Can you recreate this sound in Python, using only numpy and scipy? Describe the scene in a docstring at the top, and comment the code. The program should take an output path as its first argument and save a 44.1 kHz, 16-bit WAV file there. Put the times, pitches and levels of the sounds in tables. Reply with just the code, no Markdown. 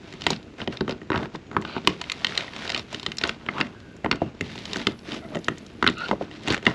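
"""Brittle sealant and rust crack in short snaps as a hand works an old window frame loose inside a wooden boat.
Each crack is a decaying burst of frame modes, a bright noise edge and a thump of hull modes.
Between cracks random grains crunch in the joint; roughened gliding tones give the frame's rubs and squeaks
and one faint ring of the pane. Filtered ticks make a thin treble hiss; coloured noise makes the faintly
rumbling cabin air."""
import sys
import numpy as np
from scipy import signal
from scipy.fft import rfft, irfft, next_fast_len
from scipy.io import wavfile
from scipy.ndimage import map_coordinates

SR = 44100
rng = np.random.default_rng(int(sys.argv[2]) if len(sys.argv) > 2 else 0)


def wav_record(signal):
    """Record a signal, one row per channel, as 16-bit PCM in the file named by sys.argv[1]."""
    frames = np.transpose(np.atleast_2d(signal))
    bounded = np.clip(frames, -1, 1)
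    # unit amplitude maps onto the largest positive 16-bit level
    quanta = np.round(bounded * 32767).astype(np.int16)
    wavfile.write(sys.argv[1], SR, quanta)


N = 297498


def amp(db):
    """dB to gain."""
    return 10 ** (np.asarray(db) / 20)


def rms_one(x):
    """Scale to rms 1."""
    return x / np.sqrt(np.mean(x ** 2) + 1e-20)


def lowpass(x, order, cutoff_hz):
    """Butterworth low-pass."""
    return signal.sosfilt(signal.butter(order, cutoff_hz, fs=SR, output="sos"), x)


def bandpass(x, order, low_hz, high_hz):
    """Butterworth band-pass."""
    return signal.sosfilt(signal.butter(order, [low_hz, high_hz], "band", fs=SR, output="sos"), x)


def colour(x, spectrum):
    """Shape x by a spectrum table, interpolated over log frequency; rms 1."""
    size = next_fast_len(N)
    hz = np.maximum(np.arange(size // 2 + 1) * SR / size, 1)
    at_hz, level_db = np.transpose(spectrum)
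    gain = amp(np.interp(np.log(hz), np.log(at_hz), level_db))
    return rms_one(irfft(rfft(x, size) * gain, size)[:N])


def ring(clicks, hz, t60_s):
    """Two-pole resonator: a unit click starts a decaying sine of height 1."""
    r, w = amp(-60 / (t60_s * SR)), 2 * np.pi * hz / SR
    return signal.lfilter([0, np.sin(w)], [1, -2 * r * np.cos(w), r * r], clicks + 1e-18)


def grains(per_s, size_spread_db):
    """Random clicks of either sign, a few much larger than the rest."""
    sizes = amp(size_spread_db * np.minimum(rng.exponential(1, N), 4))
    signs = rng.choice([-1, 1], N)
    return sizes * signs * (rng.random(N) < per_s / SR)


def add(track, rows, times_s):
    """Mix each row into the track at its time."""
    for row, s in zip(rows, times_s):
        at = int(s * SR)
        track[at:at + len(row)] += row[:max(len(track) - at, 0)]


# cabin air spectrum: (frequency [Hz], relative density [dB per Hz])
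AIR = [(15, -68), (25, 14.5), (101, 9.5), (209, -1.5), (410, -18.5), (457, -4), (970, -13), (1530, -15),
       (2300, -13), (2700, -12), (3720, -26), (7100, -25.5), (9050, -44), (10900, -57), (15500, -97)]
AIR_DB = -47   # rms


def cabin_air():
    """Steady noise with the spectrum of the cabin air, heaviest in the bass."""
    return amp(AIR_DB) * colour(rng.standard_normal(N), AIR)


CABIN_T60_S, CABIN_DB, CABIN_DULL_HZ = 0.19, -21, 3140


def cabin(x):
    """A short, dull wash of reflections from the wooden walls: convolution with decaying noise."""
    t = np.arange(SR // 2) / SR
    wash = rng.standard_normal(len(t)) * amp(-60 * t / CABIN_T60_S) * np.clip(t / 0.0014, 0, 1)
    wash = signal.lfilter(*signal.butter(1, CABIN_DULL_HZ, fs=SR), wash)
    return signal.fftconvolve(x, wash / np.sqrt(np.sum(wash ** 2)))[:N]


# treble hiss: (time [s], level [dB])
TREBLE = [(0.0, -83), (0.7, -83), (1.26, -96), (1.8, -92), (1.95, -79), (2.3, -74.5), (2.8, -75),
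          (2.87, -79), (3.17, -73), (3.35, -84), (3.9, -81), (4.39, -94), (4.43, -74), (4.75, -70),
          (5.45, -71), (5.7, -76), (6.3, -82), (6.74, -80)]


def treble():
    """Thin crackling hiss: dense random ticks, band-passed, on a drawn level curve."""
    s, level_db = np.transpose(TREBLE)
    ticks = bandpass(grains(5000, size_spread_db=6.5), 6, 7500, 11500)
    return amp(np.interp(np.arange(N) / SR, s, level_db)) * rms_one(ticks)


SWELL_DB, FADE_DB = 21.5, 23.5   # a tone starts and ends this far under its loudest
HALF_LINES_DB = -12.5   # fainter lines between the overtones, re overtones
THIRD_HARMONIC_DB = -3   # re second harmonic
STEADY_SHARE = 0.25   # re the random modulation
# tones of the window: the frame sliding in its seat and, at 4.129 s, the pane ringing faintly:
# (start [s], swell [s], hold [s], fade [s], nominal loudest [dB],
# start pitch [Hz], end pitch [Hz], overtones re fundamental [dB], roughness of fundamental [Hz])
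WINDOW_TONES = [(1.42, 0.059, .08, 0.012, -69, 6730, 6800, -30, 200),
                (1.655, 0.019, 0.11, 0.026, -47, 1374, 1310, 2.5, 262.4),
                (3.52, 0.054, 0.041, .01, -29, 897, 1250, -13, 220.8),
                (3.7, 0.047, 0.217, 0.042, -53.5, 1595, 1524, -18, 89.8),
                (4.129, .015, 0.15, .03, -56, 2790, 2720, -32, 162.5),
                (5.2, 0.026, 0.026, 0.036, -41, 692, 644, -9, 59.4),
                (5.29, 0.049, 0.03, 0.034, -34.5, 607, 612, -13, 60.6),
                (5.941, 0.037, .085, 0.021, -34, 1312, 1468, -6.5, 130.3)]


def window_tones():
    """Gliding tones with overtones, smeared in proportion to their order, as uneven stick-slip does in a rub."""
    out = np.zeros(N)
    for s, swell, hold, fade, loudest_db, start_hz, end_hz, overtones_db, rough_hz in WINDOW_TONES:
        t = np.arange(0, swell + hold + fade, 1 / SR)
        swell_drop_db = SWELL_DB * (1 - t / swell)
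        fade_drop_db = FADE_DB * (t - swell - hold) / fade
        level_db = loudest_db - np.maximum(np.maximum(swell_drop_db, fade_drop_db), 0)
        hz = start_hz + (end_hz - start_hz) * t / t[-1]
        cycles = np.cumsum(hz) / SR
        gate = np.clip(np.minimum(t, t[-1] - t) / 0.021, 0, 1)
        half_db = overtones_db + HALF_LINES_DB   # in a rub every second slip is weaker
        partials = ((1, 0), (2, overtones_db), (3, overtones_db + THIRD_HARMONIC_DB),
                    (3 / 2, half_db), (5 / 2, half_db))
        for multiple, db in partials:
            wobble = map_coordinates(rng.standard_normal(2000), [2 * multiple * rough_hz * t], order=3)
            tone = np.sin(2 * np.pi * multiple * cycles)
            add(out, [np.sqrt(2) * gate * amp(level_db + db) * (STEADY_SHARE + wobble) * tone], [s])
    return out


RAMP_DB = 20   # drop at the start of a build-up and the end of a let-go
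# joint under the resting hand: (grit [dB], crumbling [dB], rumble [dB])
RESTING_DB = [-61, -58.5, -45]
# shoves of the hand: (full strain from [s], build-up [s], hold [s], let-go [s],
# fine grit [dB], coarse crumbling [dB], planking rumble [dB])
SHOVES = [(0.09, 0.3, 0.039, 0.14, -51, -53, -50), (0.315, 0.14, .01, 0.055, -35, -37.5, -33.5),
          (0.592, 0.022, 0.031, 0.05, -44, -40, -35), (0.729, 0.027, 0.007, 0.061, -42.5, -40, -44),
          (0.901, 0.04, 0.014, 0.025, -43.5, -34, -43), (1.13, 0.027, .12, 0.044, -48.5, -38, -33.5),
          (1.345, 0.02, 0.013, 0.017, -46, -41, -39), (1.536, 0.047, 0.045, 0.052, -60, -45, -38.5),
          (1.662, 0.07, .11, 0.12, -49.5, -45.5, -44), (1.889, 0.08, 0.011, 0.12, -42, -43.5, -30),
          (2.087, 0.45, 0.21, 0.12, -48, -49.5, -66), (2.365, 0.31, 0.038, 0.18, -37.5, -39, -44.5),
          (2.579, 0.087, 0.21, 0.063, -40, -41, -46), (2.929, 0.078, 0.014, 0.21, -42.5, -46.5, -47),
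          (3.08, 0.041, .01, .13, -50, -49, -54), (3.245, 0.075, 0.033, 0.097, -38.5, -39, -53),
          (3.6, 0.22, 0.0084, 0.12, -44, -37, -33.5), (4.047, 0.0067, 0.0068, 0.027, -64, -28.5, -35),
          (4.122, 0.017, 0.0067, .1, -54, -38, -29), (4.23, 0.077, 0.054, 0.05, -58, -49, -44),
          (4.446, 0.043, 0.12, 0.32, -46, -53, -43), (4.761, 0.34, 0.057, 0.094, -39.5, -42.5, -39),
          (4.903, 0.059, 0.0089, 0.036, -46, -42.5, -50), (5.087, 0.062, 0.085, 0.047, -39.5, -42, -35.5),
          (5.35, 0.17, .01, 0.076, -50.5, -45.5, -32.5), (5.437, 0.077, 0.095, 0.45, -53, -63, -45),
          (5.844, 0.09, 0.092, 0.059, -47, -49, -36), (6.007, 0.038, 0.097, .08, -43, -42.5, -44),
          (6.214, 0.026, .01, .09, -47.5, -43, -34), (6.32, 0.058, 0.063, 0.087, -49.5, -54, -43.5),
          (6.507, 0.072, 0.023, 0.054, -29.5, -30, -25), (6.678, 0.053, 0.0064, 0.11, -37.5, -33, -32)]


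def strain():
    """Levels in dB of grit, crumbling and rumble: each shove builds up, holds and lets go; powers add."""
    t = np.arange(N) / SR
    power = amp(RESTING_DB)[:, None] ** 2
    for s, build, hold, let_go, *level_db in SHOVES:
        away = np.maximum(np.maximum((s - t) / build, (t - s - hold) / let_go), 0)
        power = power + amp(level_db)[:, None] ** 2 * amp(-2 * RAMP_DB * away)
    return 10 * np.log10(power)


SHAKE_DB, SHAKE_T60_S, SHAKE_RISE_S = -12, 0.19, 0.0035   # dB re the thump


def after_shake():
    """Strength of the planking's rumble that each thump of CRACKS leaves behind: a decaying power, smoothed."""
    s, thump_db = np.array(CRACKS)[:, 0], np.array(CRACKS)[:, -1]
    kicks = np.zeros(N)
    kicks[(s * SR).astype(int)] = amp(2 * (thump_db + SHAKE_DB))
    dying = np.sqrt(signal.lfilter([1], [1, -amp(-120 / (SHAKE_T60_S * SR))], kicks + 1e-18))
    return lowpass(dying, 2, 1 / (2 * np.pi * SHAKE_RISE_S))


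# fine grit spectrum: (frequency [Hz], relative density [dB per Hz])
GRIT = [(710, -43), (1200, -38), (1710, 6), (1960, 4.5), (2280, 6.5), (2570, 5), (3690, 5), (5730, -4),
        (8240, -18), (8980, -25), (10900, -26), (13500, -78), (15500, -81)]
# frame and pane modes: (frequency [Hz], relative level [dB], free t60 [s])
FRAME = [(552, 2, 0.043), (690.5, 7, 0.018), (862, 0.5, 0.015), (948, -4, 0.03), (1117, -5, 0.026),
         (1271, 4.5, 0.016), (1512, 7.5, 0.018), (1885, 6, 0.016), (2095, 0.5, 0.022), (2497, 1, 0.016),
         (2760, 0, 0.016), (3048, 4, 0.013), (3460, -2.5, 0.018), (3748, 6.5, 0.01), (4160, 3, 0.015),
         (4540, 5, 0.014), (4934, 2.5, 0.018), (5430, 9, 0.01)]
# hull planking modes: (frequency [Hz], relative level [dB], free t60 [s])
HULL = [(75, -19, 0.45), (108.5, -12.5, 0.18), (125.5, -10, 0.37), (165.4, 0, 0.19), (212, 1.5, 0.17),
        (242, 0, 0.09), (261.6, 9, 0.065), (318, 9, 0.063), (361.6, -1, 0.082), (375, -1, 0.078),
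        (374, -12, 0.19)]


def joint(strain_db):
    """Under strain fine grit crackles, coarser crumbs tap the lower frame modes and the planking rumbles."""
    grit_db, crumb_db, rumble_db = strain_db
    grit = colour(grains(2500, size_spread_db=3.0), GRIT)
    # modes ring shorter here than when free
    crumbs = sum(amp(db) * ring(grains(600, size_spread_db=3.0), hz, 0.57 * t60) for hz, db, t60 in FRAME[:7])
    rumble = sum(amp(db) * ring(grains(400, size_spread_db=5.5), hz, 0.27 * t60) for hz, db, t60 in HULL[2:])
    rumble_level = np.hypot(amp(rumble_db), after_shake())
    return amp(grit_db) * grit + amp(crumb_db) * rms_one(crumbs) + rumble_level * rms_one(rumble)


SMALL_CRACKS_PER_S = 55
SMALL_KNOCK_DB, SMALL_SNAP_DB, SMALL_EDGE_DB, SMALL_THUMP_DB = 6, 9.5, -18, -12   # re crumbs, grit, grit, rumble
SMALL_KNOCK_HZ, SMALL_SNAP_HZ, SMALL_PITCH_OCTAVES, SMALL_SCATTER_DB = 940, 2730, 0.12, 2.5


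def small_cracks(strain_db):
    """Table of lesser cracks at random moments, as strong as the joint is strained; columns as CRACKS."""
    s = np.sort(rng.uniform(0, N / SR, int(SMALL_CRACKS_PER_S * N / SR)))
    grit_db, crumb_db, rumble_db = strain_db[:, (s * SR).astype(int)]
    size, knock, snap, edge, thump, low, high = np.clip(rng.standard_normal((len(s), 7)), -2, 2).T

    def vary(draw):
        """Scatter in dB: the crack's size plus a draw of the part's own."""
        return SMALL_SCATTER_DB * (size + draw)

    return np.transpose([s,
                         crumb_db + SMALL_KNOCK_DB + vary(knock),
                         SMALL_KNOCK_HZ * 2 ** (SMALL_PITCH_OCTAVES * low),
                         grit_db + SMALL_SNAP_DB + vary(snap),
                         SMALL_SNAP_HZ * 2 ** (SMALL_PITCH_OCTAVES * high),
                         grit_db + SMALL_EDGE_DB + vary(edge),
                         rumble_db + SMALL_THUMP_DB + vary(thump)])


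def near(centre_hz, spread_octaves):
    """dB weight of each frame mode: those far from where a crack sounds are hardly moved."""
    octaves = np.log2(np.array(FRAME)[:, 0] / centre_hz[:, None]) / spread_octaves
    return np.maximum(-6 * octaves ** 2, -40)


def blows(modes, weights_db, size, tear_s, scatter_db, count):
    """One ring of the modes per row of weights, in count soft-edged slips; peak 1.
    A single push sets all modes off the same way; a tear moves them every which way."""
    hz, level_db, t60_s = np.transpose(modes)
    t = np.arange(size) / SR
    onset = 1 - np.exp(-(t / (0.32 * tear_s)) ** 2)
    shapes = np.sin(2 * np.pi * hz[:, None] * t) * amp(-60 * t / t60_s[:, None]) * onset
    draws = np.clip(rng.standard_normal((len(weights_db), count, 2, len(hz))), -2, 2)
    out = np.zeros((len(weights_db), size))
    for slip in range(count):
        signs = np.sign(draws[:, slip, 1] if count > 1 else draws[:, slip, 1, :1])
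        gains = amp(weights_db + level_db + scatter_db * draws[:, slip, 0]) * signs
        lag = int(slip * tear_s * SR)
        out[:, lag:] += 0.66 ** slip * (gains @ shapes)[:, :size - lag]
    out = out * np.clip(10 * (1 - t / t[-1]), 0, 1)
    return out / np.abs(out).max(axis=1, keepdims=True)


def bright_edges(count):
    """Short noise bursts in two treble bands; peak 1."""
    t = np.arange(600) / SR
    burst = rng.standard_normal((count, 600)) * amp(-60 * t / 0.02) * np.clip(t / 0.00012, 0, 1)
    edge = bandpass(burst, 3, 5300, 7500) + amp(-19.5) * bandpass(burst, 3, 9200, 11500)
    return edge / np.abs(edge).max(axis=1, keepdims=True)


FRAME_DULL_HZ = 7200   # the frame's ring carries little above this
THUMP_LAG_S = 0.002   # the planking answers a moment after the crack
# main cracks: (time [s], knock peak before dulling [dB], knock centre [Hz], snap peak before dulling [dB],
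# snap centre [Hz], bright edge peak [dB], hull thump peak [dB])
CRACKS = [(0.125, -47, 940, -29, 2800, -42, -45), (0.137, -35, 1350, -33, 2480, -42, -33),
          (0.209, -40, 1080, -30, 3700, -39, -47), (0.219, -31.5, 960, -17.5, 3220, -37, -56),
          (0.239, -45, 790, -24, 3130, -40, -49), (0.266, -9, 1040, 0, 2760, -23.5, -15),
          (0.304, -15, 920, -10, 3900, -20, -14.5), (0.331, -37, 1100, -17, 2980, -44, -45),
          (0.362, -44, 1140, -27, 3070, -52, -49), (0.428, -51, 600, -39, 3520, -51, -57),
          (0.583, -40, 910, -35, 2500, -51, -35), (0.602, -33, 880, -24.5, 2020, -57, -31),
          (0.616, -25.5, 870, -20, 2800, -59, -30), (0.675, -16, 623, -16, 2700, -42, -16),
          (0.725, -54, 880, -29, 2860, -56, -39), (0.771, -49, 594, -22, 3270, -49, -40),
          (0.808, -17.5, 1080, -18.5, 2730, -43, -10.5), (0.879, -18.5, 1130, -23.5, 2630, -43, -17.5),
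          (0.894, -22, 597, -18, 2860, -34, -18.5), (0.909, -42, 970, -21, 3140, -48, -46),
          (0.923, -40, 790, -25, 3100, -50, -21), (1.016, -34.5, 1360, -33, 1980, -55, -28),
          (1.102, -13, 1170, -21, 2470, -39, -12.5), (1.118, -12, 1200, -17.5, 2580, -58, -18),
          (1.13, -20, 1180, -18, 2180, -59, -40), (1.142, -15.5, 1080, -20, 1970, -55, -15),
          (1.148, -16, 1150, -24, 2070, -55, -28), (1.158, -17, 1130, -19, 2900, -48, -41),
          (1.163, -19, 1040, -29, 2070, -56, -18), (1.17, -33, 1000, -25, 2230, -54, -53),
          (1.176, -22.5, 1010, -18.5, 2730, -41, -33), (1.195, -34, 990, -34, 2010, -61, -25),
          (1.206, -34, 1000, -35, 2900, -58, -35), (1.217, -33, 795, -32, 2230, -64, -25),
          (1.229, -25, 1010, -25.5, 2550, -49, -41), (1.256, -27, 940, -28, 2530, -61, -28),
          (1.349, -23.5, 890, -29, 2150, -57, -22), (1.357, -40, 980, -27.5, 3130, -46, -51),
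          (1.514, -28.5, 1130, -28, 2200, -51, -31), (1.529, -31, 930, -38, 1940, -54, -39),
          (1.547, -30, 1370, -37, 1870, -57, -35), (1.566, -5, 1160, -18, 2180, -41, -12.5),
          (1.614, -38, 1000, -41, 3230, -39, -50), (1.622, -33, 980, -26, 2380, -48, -35),
          (1.65, -22, 990, -21.5, 2680, -50, -28.5), (1.764, -15, 1020, -31, 2500, -57, -17),
          (1.779, -22, 940, -29, 2660, -52, -47), (1.873, -6, 1130, 1.5, 3050, -16.5, -11.5),
          (1.893, -47, 597, -23, 2560, -36, -29), (2.014, -23.5, 960, -16.5, 2770, -28.5, -56),
          (2.04, -40, 1050, -21.5, 2600, -48, -55), (2.098, -33, 1330, -12, 2800, -30, -57),
          (2.118, -25, 1080, -9.5, 2970, -23, -47), (2.246, -23, 1010, -3.5, 2830, -23, -27.5),
          (2.268, -29, 1080, -12, 2900, -33, -33), (2.294, -44, 820, -23, 2360, -45, -28),
          (2.322, -50, 960, -20, 2230, -54, -43), (2.352, -43, 845, -21, 2850, -42, -40),
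          (2.376, -30, 1340, -6, 3060, -23.5, -26.5), (2.407, -50, 750, -18, 2640, -38, -38),
          (2.48, -36, 1130, -25, 2060, -53, -38), (2.535, -35, 980, -24.5, 2700, -45, -58),
          (2.563, -28.5, 920, -21, 2780, -34.5, -58), (2.621, -31, 910, -22.5, 2170, -47, -51),
          (2.648, -37, 680, -34, 2440, -34, -31), (2.677, -40, 830, -18, 3080, -40, -51),
          (2.694, -31, 1000, -14, 3250, -36, -55), (2.701, -24, 810, -11, 2840, -27.5, -44),
          (2.719, -49, 990, -19, 2850, -35, -45), (2.746, -32, 1140, -10, 2960, -33, -25),
          (2.762, -23.5, 1270, -15, 2960, -37, -52), (2.776, -30, 1030, -16.5, 3180, -30, -41),
          (2.794, -31, 1190, -19, 3900, -42, -29.5), (2.928, -27.5, 770, -25.5, 2840, -35, -43),
          (2.945, -28, 1370, -17.5, 3160, -32, -28), (2.997, -37, 950, -21, 3450, -37, -43),
          (3.03, -30, 945, -21, 3430, -37, -44), (3.063, -21.5, 905, -10.5, 3100, -25.5, -22.5),
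          (3.118, -30, 1430, -17.5, 2720, -37, -37), (3.17, -58, 960, -29, 3350, -30, -48),
          (3.184, -27, 1620, -13.5, 4600, -25.5, -45), (3.213, -26.5, 726, -18.5, 2750, -35, -30),
          (3.237, -13, 1320, -6.5, 2940, -26, -19.5), (3.251, -21.5, 1060, -19, 2420, -40, -43),
          (3.274, -25.5, 740, -26, 2730, -28, -28), (3.293, -23, 930, -10, 2600, -27, -23.5),
          (3.463, -30, 1030, -23, 2420, -49, -27.5), (3.487, -14, 1310, -9.5, 1730, -63, -22.5),
          (3.582, -16, 1230, -22, 2730, -44, -45), (3.603, -19, 1130, -16.5, 2570, -34, -23),
          (3.611, -7.5, 1430, -3.5, 2480, -35, -16.5), (3.668, -49, 910, -29.5, 2560, -47, -43),
          (3.802, -42, 1000, -39, 3180, -50, -55), (3.965, -50, 1000, -48, 2560, -45, -53),
          (4.045, -17.5, 654, -19, 2100, -45, -14.5), (4.06, -13, 830, -18, 2260, -57, -16.5),
          (4.113, -10.5, 1340, -5.5, 2930, -29, -18.5), (4.126, -21, 1090, -16.5, 2560, -50, -24),
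          (4.157, -43, 1000, -33, 3450, -42, -52), (4.218, -11, 745, -30, 2330, -88, -9.5),
          (4.227, -43, 593, -36, 2200, -61, -36), (4.409, -41, 1190, -12, 2250, -26, -15.5),
          (4.464, -44, 855, -37, 3100, -57, -31), (4.516, -42, 1000, -33, 3280, -48, -57),
          (4.556, -30.5, 870, -28, 3020, -39, -40), (4.578, -37, 1240, -24, 2850, -45, -52),
          (4.588, -42, 870, -28, 3610, -41, -58), (4.654, -34, 860, -21, 3570, -34, -55),
          (4.732, -31, 1140, -12.5, 3430, -27.5, -27), (4.759, -40, 950, -15.5, 2220, -29, -20),
          (4.768, -27, 870, -20, 3360, -28, -46), (4.794, -40, 1030, -26, 2950, -45, -41),
          (4.814, -31, 650, -32, 2670, -42, -31), (4.869, -14, 1310, -6, 2870, -23, -11),
          (4.919, -37, 1190, -32, 3000, -47, -45), (4.99, -59, 1010, -37, 3740, -49, -57),
          (5.119, -39, 1020, -17.5, 2900, -39, -41), (5.143, -31, 1020, -31, 2940, -37, -28),
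          (5.348, -27.5, 624, -23, 2360, -43, -33), (5.354, -25, 624, -22.5, 2170, -35, -19),
          (5.369, -22, 700, -22.5, 1970, -43, -21), (5.389, -48, 1000, -44, 3450, -38.5, -55),
          (5.444, -47, 810, -28, 4670, -32.5, -54), (5.483, -10, 1090, -8.5, 2250, -26, -14),
          (5.582, -52, 860, -37, 3500, -31.5, -59), (5.664, -50, 1000, -37, 4330, -39, -53),
          (5.826, -4.5, 1260, -12, 2680, -33, -13.5), (5.842, -11, 1190, -14, 2160, -35, -22),
          (5.865, -9, 1270, -8, 2320, -30, -18), (5.875, -7, 1450, -3, 3100, -32, -15),
          (5.887, -11, 1430, -13, 2880, -44, -19), (5.898, -40, 990, -20, 2720, -32, -20),
          (5.982, -44, 990, -34, 3980, -37.5, -53), (6.084, -28, 1100, -20, 2820, -37, -33),
          (6.09, -24, 910, -23, 2690, -54, -25), (6.112, -5.5, 906, -15.5, 2200, -40, -13.5),
          (6.13, -14, 680, -47, 2330, -59, -21), (6.211, -16.5, 630, -37, 2100, -59, -21.5),
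          (6.223, -25.5, 710, -32.5, 2570, -61, -54), (6.312, -39, 810, -30, 2640, -49, -43),
          (6.434, -52, 1010, -34, 3020, -43, -58), (6.475, -24, 1250, -15.5, 2460, -30, -21),
          (6.482, -18.5, 720, -12.5, 2580, -24.5, -27), (6.503, -26, 1120, -11.5, 3180, -33, -16.5),
          (6.523, -26, 890, -13, 2380, -24, -41), (6.534, -23, 950, -18, 2050, -46, -39),
          (6.544, -18, 1150, -10.5, 2320, -27, -40), (6.566, -30, 930, -21, 2370, -41, -27),
          (6.577, -27, 665, -22.5, 2300, -40, -38), (6.627, -47, 1080, -27, 2310, -43, -32),
          (6.653, -45, 680, -19.5, 2640, -33, -35), (6.666, -12.5, 1200, 0.5, 2200, -44, -9.5),
          (6.676, -16.5, 760, -20, 2280, -43, -26), (6.71, -27, 950, -23, 2160, -57, -43)]


def cracks(table):
    """Each crack knocks the lower frame modes, snaps in the upper ones, spits a bright edge and thumps the hull."""
    s, knock_db, knock_hz, snap_db, snap_hz, edge_db, thump_db = np.transpose(table)
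    knock = blows(FRAME, near(knock_hz, spread_octaves=0.39), size=3000, tear_s=0.001652, scatter_db=3.5, count=2)
    snap = blows(FRAME, near(snap_hz, spread_octaves=0.56), size=2000, tear_s=0.001, scatter_db=3.0, count=2)
    thump = blows(HULL, np.zeros((len(s), 1)), size=10000, tear_s=0.0036, scatter_db=3.0, count=1)
    edge = bright_edges(len(s))
    knock, snap = lowpass(knock, 4, FRAME_DULL_HZ), lowpass(snap, 4, FRAME_DULL_HZ)
    out = np.zeros(N)
    for rows, db in ((knock, knock_db), (snap, snap_db), (edge, edge_db)):
        add(out, rows * amp(db)[:, None], s)
    add(out, thump * amp(thump_db)[:, None], s + THUMP_LAG_S)
    return out


def scene():
    """Window, its cabin reflections and the air; one channel."""
    strain_db = strain()
    window = cracks(CRACKS) + cracks(small_cracks(strain_db)) + joint(strain_db) + window_tones() + treble()
    return (window + amp(CABIN_DB) * cabin(window) + cabin_air())[None]


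RUMBLE_CUT_HZ, NOTCH_HZ, NOTCH_WIDTH_HZ, STOPBAND_HZ = 76.5, 8920, 220, 16400


def record(dry):
    """The microphone loses the deep bass and has a notch in the treble; peaks are rounded, the top is cut."""
    thin = signal.sosfilt(signal.butter(2, RUMBLE_CUT_HZ, "high", fs=SR, output="sos"), dry)
    notched = signal.lfilter(*signal.iirnotch(NOTCH_HZ, NOTCH_HZ / NOTCH_WIDTH_HZ, fs=SR), thin)
    rounded = 1.2 * np.tanh(notched / 1.34)
    return signal.sosfilt(signal.cheby2(12, 70, STOPBAND_HZ, fs=SR, output="sos"), rounded)


dry = scene()
out = record(dry)
wav_record(out)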